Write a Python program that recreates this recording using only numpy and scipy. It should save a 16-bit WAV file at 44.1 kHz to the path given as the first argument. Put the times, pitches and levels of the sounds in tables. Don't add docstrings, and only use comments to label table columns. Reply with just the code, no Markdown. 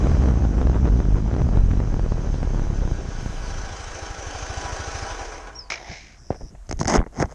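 import sys
import numpy as np
from scipy import signal
from scipy.fft import rfft, irfft, next_fast_len
from scipy.io import wavfile
from scipy.ndimage import uniform_filter1d, map_coordinates

SR = 44100
rng = np.random.default_rng(int(sys.argv[2]) if len(sys.argv) > 2 else 0)


def unload_wav(signal):
    wavfile.write(
        sys.argv[1],
        SR,
        np.round(np.clip(np.atleast_2d(signal).T, -1, 1) * 32767).astype(np.int16),
    )


N = 323694

# time_s, level_db, eddies_per_s
BUFFET = [(0, -14.5, 61.5), (.15, -17.5, 64.5), (.5, -17, 54.5), (.8, -18.5, 60.5), (1.1, -20, 52.5),
          (1.45, -17.5, 57), (1.7, -17, 45), (2.15, -21.5, 40), (2.55, -21, 34.5), (2.9, -23.5, 31),
          (3.2, -27.5, 29), (3.5, -30, 27), (4.0, -46.5, 22.3)]
# frequency_hz, gain_db
FAST_WIND_SPECTRUM = [(12, -33), (20, -5.5), (47, 3), (65, -2), (90, -3.5), (126, -9.5), (349, -14.5),
                      (509, -24.5), (742, -31.5), (4000, -73), (5200, -99), (8800, -120)]
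SLOW_WIND_SPECTRUM = [(12, -35), (20, 0), (43, -3.5), (416, -25), (841, -45), (921, -42), (1050, -52),
                      (1140, -49), (1500, -42), (1950, -73.5), (3300, -120)]
# time_s, level_db, sign
PRESSURE_STEPS = [(0.0705, -10, 1), (0.1171, -16, 1), (0.2216, -17, 1), (0.238, -15, 1), (0.259, -16, -1),
                  (0.286, -14, 1), (0.615, -13, 1), (0.6286, -17, -1), (0.6718, -14, 1), (0.698, -13, 1),
                  (0.757, -16.5, 1), (0.855, -14, 1), (0.8742, -17, 1), (1.003, -14, 1), (1.328, -22, -1),
                  (1.3408, -16, 1), (1.3653, -13, -1), (1.4186, -13.5, 1), (1.4686, -21, 1),
                  (1.4902, -16.5, -1), (1.5268, -20, 1), (1.5732, -14, 1), (1.7142, -19, -1),
                  (1.7363, -19, 1), (1.8026, -14, 1), (1.9425, -16.5, -1), (1.9953, -14, 1),
                  (2.0628, -18.5, 1), (2.1216, -14.5, -1), (2.3433, -16.5, 1), (2.4306, -14, 1),
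                  (2.5464, -18, -1), (2.5957, -18, 1), (2.8768, -18.5, 1), (3.261, -19, 1)]
# centre_hz, width_hz, gain_db
SPIT_BAND = [(1400, 2400, 4)]
# start_s, firing_gap_s
IDLE_STRETCHES = [(3.491, .0746), (4.013, .0813), (4.338, .0752)]
# time_s, level_db
ENGINE_RUSH = [(0, -38.5), (.6, -48.5), (1.7, -47), (2.7, -44), (3.5, -37), (4, -35.5), (4.65, -32.5),
               (5.08, -33), (5.3, -35), (5.45, -39), (5.6, -48), (5.7, -55)]
# frequency_hz, gain_db
HISS_SPECTRUM = [(1060, -32.5), (1800, -9), (2140, -16), (2330, -5.5), (2840, -6), (3110, -4.5), (3580, -8),
                 (4050, -9.5), (4360, -10), (6070, -3), (7810, -14.5), (10200, -23.5), (17200, -120)]
BODY_SPECTRUM = [(120, -43), (220, -17), (300, -6), (674, -6), (798, -11.5), (897, -10.5), (1510, -9.5),
                 (2500, -17), (3250, -37), (5500, -120)]
# centre_hz, width_hz, gain_db
CASTING_MODES = [(450, 30, -5), (650, 25, -3), (720, 22, -3), (795, 32, 3), (985, 13, 2), (1110, 18, -2),
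                 (1310, 35, -4), (1485, 26, 0), (1640, 26, -2), (2280, 28, -12), (3040, 45, -12)]
RUN_DOWN_MODES = [(447, 30, -3), (985, 9, 5), (1075, 20, -5)]
FIN_MODES = [3990, 4600, 5000, 5370, 5850, 6050, 6270, 6500]
# time_s, pitch_hz, level_db
SQUEAK_GLIDE = [(5.547, 4900, -64), (5.556, 5450, -47), (5.582, 5730, -46), (5.6, 5200, -42.5),
                (5.635, 4970, -57), (5.665, 4600, -65), (5.685, 4800, -69)]
# start_s, high_db, low_db
MOUNT_SLIPS = [(6.669, -52, -67), (6.6916, -32, -37), (6.696, -34, -45), (6.7118, -20.5, -22),
               (6.726, -24, -26), (6.772, -44, -56), (6.7916, -25, -34), (6.801, -21.5, -40),
               (6.805, -23, -38), (6.809, -36, -35), (6.812, -21, -18.5), (6.8152, -25, -27),
               (6.8302, -23, -32), (6.847, -26, -33), (6.855, -27, -22), (6.874, -21, -32),
               (6.88, -11, -25), (6.897, -19, -43), (6.9006, -18, -36), (6.969, -23, -19),
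               (7.0642, -65, -31), (7.073, -60, -42), (7.124, -53, -54), (7.2253, -32, -11.5),
               (7.232, -49, -30.5), (7.2388, -52, -20), (7.2565, -47, -43), (7.314, -48, -54)]
# start_s, length_s, first_db, last_db, steady_grind_share
DENSE_CREAKS = [(6.882, 0.083, -26, -14.5, 0.26), (7.13, 0.095, -47, -22.5, 0.2),
                (7.24, 0.017, -57, -40, 0.3), (7.29, 0.04, -43, -43, 0.1)]
# centre_hz, width_hz, gain_db
CASE_MODES = [
    [(5210, 780, 3.5), (6500, 430, 7), (7800, 800, -6.5), (10300, 4600, -16.5)],
    [(1230, 460, -26), (2140, 380, 2), (3100, 2900, -12.5)],
    [(190, 177, 2.5), (470, 200, 2.5), (740, 240, 3)],
]
# start_s, level_db, brightness_db
CASE_KNOCKS = [(6.3049, -6.5, -14.5), (6.317, -33, 6), (6.326, -36.5, 8), (6.344, -36.5, 9),
               (6.357, -34.5, 2), (6.4, -45, -1), (6.409, -30, -6), (6.417, -32, -10), (6.55, -36, 0.5)]
# time_s, level_db, swing_hz, shudder_db
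WEIGHT_SHIFTS = [(5.9, -27, 60, -38.5), (6.442, -24, 34, -44.5), (6.52, -40, 40, -45),
                 (6.702, -23, 70, -56), (6.741, -20, 60.4, -47), (6.774, -21.5, 28.8, -52),
                 (6.815, -14, 111, -30.5), (6.862, -14.5, 89.5, -53), (6.989, -7, 39.2, -26.5),
                 (7.012, -16.5, 25.7, -57), (7.21, -9, 114, -26.5), (7.248, -15, 69.4, -29.5)]
# centre_hz, width_hz, gain_db
LEVER_MODES = [(740, 150, -11), (1320, 250, -7), (1850, 200, -8), (2280, 160, 3), (3000, 700, -14),
               (3900, 500, -13), (5200, 450, -8), (6100, 900, -14)]
FRAME_MODES = [(1650, 500, -10), (2220, 320, -1), (3100, 800, -12), (3950, 450, -10), (5200, 700, -8),
               (6400, 900, -12)]
# time_s, level_db, low_ring_db
SCRAPE_LEVELS = [(5.703, -29, -35.5), (5.76, -40, -41), (5.8, -48, -45.5), (5.87, -45.5, -43.5),
                 (5.92, -39.5, -44.5), (5.98, -42.5, -50.5), (6.01, -46, -63), (6.13, -53.5, -65),
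                 (6.19, -63, -68)]
# time_s, level_db
BUZZ_LEVELS = [(6.15, -65), (6.185, -57.5), (6.3, -56.5), (6.494, -54.5), (6.503, -61), (6.525, -72)]
SWAY_LEVELS = [(3.2, -36.5), (3.7, -39.5), (4.2, -39.5), (4.9, -37.5), (5.15, -38), (5.4, -44.5),
               (6.0, -46.5), (6.3, -43), (6.6, -42.5), (7.34, -41)]
# frequency_hz, gain_db
AIR_SPECTRUM = [(180, -35), (300, -22), (680, -1.5), (846, -7), (1020, -8.5), (1790, -14), (4340, -31.5),
                (6280, -14), (7810, -20.5), (10200, -32.5), (17200, -120)]

WHEEL_STOP_S, IGNITION_OFF_S = 4.1, 5.015
TIME_S = np.arange(N) / SR


def wind():
    buffet = curves(BUFFET)[0]
    crackle_level = amp(-34 - 2 * TIME_S + wobble(8.02)) * (buffet / amp(-20.5)) ** .54
    times, _, eddies_per_s = np.transpose(BUFFET)
    eddies = pulses(np.interp(TIME_S, times, eddies_per_s), jitter=.12, scatter_db=3)
    drive = unit(eddies) + .73 * amp(.64 * wobble(14)) * rng.standard_normal(N)
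    dull = filtered(drive, lambda hz: 1 / (1 + (hz / 280) ** 4))
    slow = np.clip((TIME_S - .8) / .89, 0, 1)
    push = (1 - slow) * coloured(dull, FAST_WIND_SPECTRUM) + slow * coloured(dull, SLOW_WIND_SPECTRUM)
    return buffet * push + crackle_level * crackle(eddies) + slaps()


def crackle(eddies):
    pops = eddies ** 1.1 + pulses(np.full(N, 190.), jitter=.55, scatter_db=4.2)
    bursts = signal.oaconvolve(pops, np.hanning(260), "same") * rng.standard_normal(N)
    tearing = amp(1.3 * wobble(30.3)) * rng.standard_normal(N)
    rough = .85 * unit(pops) + .75 * unit(bursts) + .4 * tearing

    def colour(hz):
        lift_db = 4 * np.exp(-3 * np.log((hz + 1) / 1700) ** 2)
        tilt = (hz / 300) ** .61 / (1 + (300 / (hz + 1)) ** 4)
        return -1j * amp(along(FAST_WIND_SPECTRUM, hz) + lift_db) * tilt
    return unit(filtered(rough, colour))


def slaps():
    build_s, jump_s, fall_s = .0033, .00021, .0019
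    t = np.arange(-SR // 50, SR // 50) / SR
    step = .99 * np.tanh(t / jump_s) * np.exp(np.where(t < 0, t / build_s, -t / fall_s))
    times, db, sign = np.transpose(PRESSURE_STEPS)
    starts = times + t[0]
    spits = place(starts, amp(db - 24), np.exp(-(t / .0021) ** 2)) * rng.standard_normal(N)
    return place(starts, sign * amp(db), step) + ringing(ringing(spits, SPIT_BAND), SPIT_BAND)


def engine():
    ends = [start for start, _ in IDLE_STRETCHES[1:]] + [IGNITION_OFF_S]
    idle = [np.arange(start, end - gap / 2, gap) for (start, gap), end in zip(IDLE_STRETCHES, ends)]
    first_gap_s, gap_growth_s = .081, .0235
    k = np.arange(6)
    coast = IGNITION_OFF_S + k * first_gap_s + k * (k - 1) / 2 * gap_growth_s
    strokes = np.concatenate(idle + [coast])
    return exhaust(strokes) + clatter_and_spray(strokes, coast)


def exhaust(strokes):
    unfired = strokes >= IGNITION_OFF_S
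    rush_db = np.interp(strokes, *np.transpose(ENGINE_RUSH))
    db = -27.5 + 1.7 * (rush_db + 35) + 1.5 * rng.standard_normal(len(strokes)) - 2 * np.cumsum(unfired)
    u = np.arange(-5, 14, 1 / (.0028 * SR))
    beat = 1.6 * u * np.exp(-u * u / 2) - .4 * np.exp(-(u - 3.3) ** 2 / 2)
    beat += .3 * np.exp(-(u - 6) ** 2 / 3)
    beat -= np.hanning(len(u)) * 2 * beat.mean()
    return place(strokes + .0011, np.where(unfired, -1, 1) * amp(db), beat)


def clatter_and_spray(strokes, coast):
    gate = place(strokes, np.ones(len(strokes)), np.hanning(1500))
    valves = place(strokes + .0452, np.ones(len(strokes)), np.hanning(700))
    off_s = np.clip(TIME_S - IGNITION_OFF_S, 0, 1)
    wheeze = place(coast - .008, coast < SQUEAK_GLIDE[0][0], np.exp(-TIME_S[:SR // 10] / .015))
    rush = curves(ENGINE_RUSH)[0] * amp(16 * np.minimum(off_s, .47) * wheeze)
    swell = .25 * wobble(6.5) + .4 * wobble(21.915)
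    clatter = amp(.85 * swell + 2.6 * gate + 4.1 * valves)
    castings = unit(ringing(clatter * patchy(2.0), CASTING_MODES))
    last_rings = .9 * off_s * unit(ringing(rng.standard_normal(N), RUN_DOWN_MODES))
    body = amp(-6.5) * clatter * coloured(patchy(.75), BODY_SPECTRUM) + .5 * castings + last_rings
    spray = amp(-63) * np.clip(WHEEL_STOP_S - TIME_S, 0, 1)
    hiss_level = (rush * amp(-9 - 10.5 * off_s) + spray) * amp(1.24 * swell + 3.3 * gate + 4.5 * valves)
    fins = lambda hz: 1 + sum(1.1 / (1 + ((hz - fin) / 35) ** 2) for fin in FIN_MODES)
    hiss = unit(filtered(patchy(1.7), lambda hz: amp(along(HISS_SPECTRUM, hz)) * fins(hz)))
    return rush * body + hiss_level * hiss


def squeak():
    times, hz, db = np.transpose(SQUEAK_GLIDE)
    jitter = np.interp(TIME_S, [5.6, 5.65], [.014, .04])
    pitch_hz = np.interp(TIME_S, times, hz) * (1 + jitter * wobble(500))
    level = amp(np.interp(TIME_S, times, db, -150, -150) + 8 + 2.9 * wobble(150))
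    return level * np.sin(2 * np.pi * np.cumsum(pitch_hz) / SR)


def mount():
    starts, high_db, low_db = np.transpose(MOUNT_SLIPS)
    k, scatter = np.arange(6), rng.standard_normal((6, 2))
    starts = np.append(starts, 6.9785 + .012 * k + .0004 * scatter[:, 0])
    t = TIME_S[:SR // 50]
    ratchet = pulses(np.full(N, 175.), jitter=.25, scatter_db=2.5)
    steady = np.interp(TIME_S, *np.transpose(DENSE_CREAKS)[[0, 4]])
    noise = rng.standard_normal(N)
    grind = (signal.oaconvolve(ratchet, np.exp(-t / .0037))[:N] + steady) * noise - 9.6 * ratchet
    swell_db = creak_envelope_db() + 20
    slip_db, lift_db = (high_db, (high_db + low_db) / 2 - 5, low_db), (8, 16, 24)
    settle_db, loss_db = (-46, -21, -16), (4, 5, 3.5)
    creak_db, growth = (-32, -35, -19.5), (1, 1, .98)
    rasp_s, top_hz = (.0012, .0012, .0015), (11300, 3600, 2600)
    sound = np.zeros(N)
    for band, modes in enumerate(CASE_MODES):
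        run_db = settle_db[band] - loss_db[band] * k + .69 * scatter[:, 1]
        gains = amp(np.append(slip_db[band], run_db) + lift_db[band])
        rasp = place(starts, gains, np.exp(-t / rasp_s[band]) + .068 * np.exp(-t / .0088)) * noise
        release = place(starts, gains, [1.])
        sound += ringing(.55 * rasp - 1.3 * release, modes, top_hz[band])
        sound += amp(creak_db[band] + growth[band] * swell_db) * unit(ringing(grind, modes, top_hz[band]))
    return sound


def creak_envelope_db():
    attack_s, release_db_per_s = .008, 1800
    envelopes = []
    for start, length, first_db, last_db, _ in DENSE_CREAKS:
        times = [start - attack_s, start, start + length, start + length + 60 / release_db_per_s]
        levels_db = [first_db - 15, first_db, last_db, last_db - 60]
        envelopes.append(np.interp(TIME_S, times, levels_db, -200, -200))
    return np.max(envelopes, axis=0)


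def knocks():
    starts, db, bright_db = np.transpose(CASE_KNOCKS)
    t = TIME_S[:SR // 10]
    bell = lambda at_s, width_s: np.exp(-((t - at_s) / width_s) ** 2)
    pull = .5 * bell(.00044, .00029) - bell(.0013, .00038)
    rebound = .3 * bell(.0049, .0018) - .12 * bell(.0106, .0031)
    burst = place(starts, amp(db + bright_db + 4), bell(0, .011)) * rng.standard_normal(N)
    puff = ringing(burst, [(300, 270, 1), (676, 370, .5), (2050, 810, -15)])
    return place(starts, amp(db), pull + rebound) + puff


def lurches():
    t = np.arange(-SR // 12, SR // 12) / SR
    swings = np.zeros(N + SR)
    for time_s, db, hz, _ in WEIGHT_SHIFTS:
        first = round((time_s + t[0]) * SR)
        swing = np.sin(2 * np.pi * hz * t) * np.exp(-(t * hz / .35) ** 2)
        swings[first:first + len(t)] -= amp(db) * swing
    return swings[:N]


def lever():
    snap_s, bounce_s = 5.7008, .0185
    k = np.arange(5)
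    starts, db = snap_s + bounce_s * k, -15 - 2.5 * k ** 1.2
    t = TIME_S[:SR // 8]
    blow = np.exp(-t / .0028) * (1 - np.exp(-t / .001))
    blows = place(starts, amp(db), blow) * rng.standard_normal(N)
    cracks = place(starts, amp(db - 5 - 8 * k), blow) * rng.standard_normal(N)
    ring = 5.9 * ringing(blows, LEVER_MODES, top_hz=7000)
    return ring + ringing(cracks, [(5000, 3300, 0)], top_hz=10000)


def scrape():
    level, low_level = curves(SCRAPE_LEVELS)
    t = TIME_S[:SR // 8]
    slips = pulses(np.full(N, 70.), jitter=.4, scatter_db=2.5)
    slip_shape = t / .0019 * np.exp(1 - t / .0015)
    rub = rng.standard_normal(N) * (1 + signal.oaconvolve(slips, slip_shape)[:N])
    low_ring = unit(ringing(rub, [(753, 190, -3), (310, 140, -13)]))
    return level * unit(ringing(rub, FRAME_MODES)) + low_level * low_ring


def insect():
    wing_hz = 120 - 16 * np.clip(TIME_S - BUZZ_LEVELS[0][0], 0, 1)
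    beats = pulses(wing_hz, jitter=.008, scatter_db=1.5)
    chirp_hz, fall_hz_per_s, width_s = 5550, 260000, .0017
    t = np.arange(-SR // 200, SR // 200) / SR
    stroke = np.exp(-(t / width_s) ** 2 / 2)
    chirp = stroke * np.cos(2 * np.pi * (chirp_hz - fall_hz_per_s * t / 2) * t)
    chirps = unit(signal.oaconvolve(beats, chirp, "same"))
    noise = (signal.oaconvolve(beats, stroke, "same") + .7) * rng.standard_normal(N)
    rasp = unit(filtered(noise, lambda hz: 1 / (1 + ((hz - 5450) / 600) ** 10)))
    return curves(BUZZ_LEVELS)[0] * unit(1.5 * chirps + rasp)


def frame_rumble():
    rocking = curves(SWAY_LEVELS)[0] * amp(1.5 * wobble(6.1))
    fade_in = (TIME_S - IDLE_STRETCHES[0][0]) / .56
    fade_out = (IGNITION_OFF_S - TIME_S) / .091 + 1
    running = np.clip(np.minimum(fade_in, fade_out), 0, 1)
    shaking = amp(-15.5) * curves(ENGINE_RUSH)[0] * running + amp(-55.5) * (TIME_S > IGNITION_OFF_S)
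    times, _, _, shudder_db = np.transpose(WEIGHT_SHIFTS)
    reach_s = .045
    shaking += place(times - reach_s, amp(shudder_db), np.hanning(int(2 * reach_s * SR)))
    deep = coloured(rng.standard_normal(N), [(12, -42), (22, -11), (50, -9), (85, -24), (160, -59)])
    lumpy = amp(3 * wobble(25)) * rng.standard_normal(N)
    spectrum = [(40, -20), (100, 3), (170, -2), (330, -8.5), (700, -26), (1200, -37), (3000, -54)]
    return rocking * deep + shaking * coloured(lumpy, spectrum)


def still_air(near):
    memory = np.exp(-1 / (.12 * SR))
    near_rms = np.sqrt(np.abs(signal.lfilter([1 - memory], [1, -memory], near ** 2)))
    return amp(-57 - 2) * coloured(patchy(2.7), AIR_SPECTRUM) / (1 + near_rms / .2)


def amp(db):
    return 10 ** (np.asarray(db) / 20)


def unit(x):
    return x / np.sqrt(np.mean(x ** 2) + 1e-20)


def along(points, hz):
    knots_hz, values = np.transpose(points)
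    return np.interp(np.log(hz + 1), np.log(knots_hz + 1), values)


def curves(rows):
    times, *columns = np.transpose(rows)
    return [amp(np.interp(TIME_S, times, db, -150, -150)) for db in columns]


def wobble(rate):
    return map_coordinates(rng.standard_normal(int(N * rate / SR) + 4), [np.arange(N) * rate / SR])


def filtered(x, response):
    size = next_fast_len(N + SR // 5)
    return irfft(rfft(x, size) * response(np.fft.rfftfreq(size, 1 / SR)), size)[:N]


def coloured(x, spectrum):
    return unit(filtered(x, lambda hz: amp(along(spectrum, hz))))


def ringing(x, modes, top_hz=SR):
    def response(hz):
        total = sum((-1) ** k * amp(db) * 1j * hz * width / (centre ** 2 - hz ** 2 + 1j * hz * width)
                    for k, (centre, width, db) in enumerate(modes))
        return total / (1 + (hz / top_hz) ** 10)
    return filtered(x, response)


def patchy(depth_db):
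    cells = signal.stft(rng.standard_normal(N + 512), nperseg=512)[2]
    field = uniform_filter1d(uniform_filter1d(rng.standard_normal(cells.shape), 6, 0), 10, 1)
    return signal.istft(cells * amp(depth_db * unit(field)), nperseg=512)[1][:N]


def pulses(rate, jitter, scatter_db):
    phase = np.cumsum(rate * np.exp(jitter * wobble(40))) / SR
    return (np.diff(np.floor(phase), prepend=0) > 0) * amp(scatter_db * rng.standard_normal(N))


def place(times, gains, shape):
    impulses = np.bincount(np.round(np.asarray(times) * SR).astype(int), gains, N)
    return signal.oaconvolve(impulses, shape)[:N]


def scene():
    near = wind() + engine() + squeak() + lever() + scrape() + insect()
    near += knocks() + lurches() + mount() + frame_rumble()
    return (near + still_air(near))[None]


def record(dry):
    ceiling, mic_rolloff_hz, top_hz = .6, 10500, 14300
    rounded = dry[0] / (1 + np.abs(dry[0] / ceiling) ** 4) ** (1 / 4)
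    return filtered(rounded, lambda hz: (hz < top_hz) / (1 + (hz / mic_rolloff_hz) ** 8))[None]


dry = scene()
out = record(dry)
unload_wav(out)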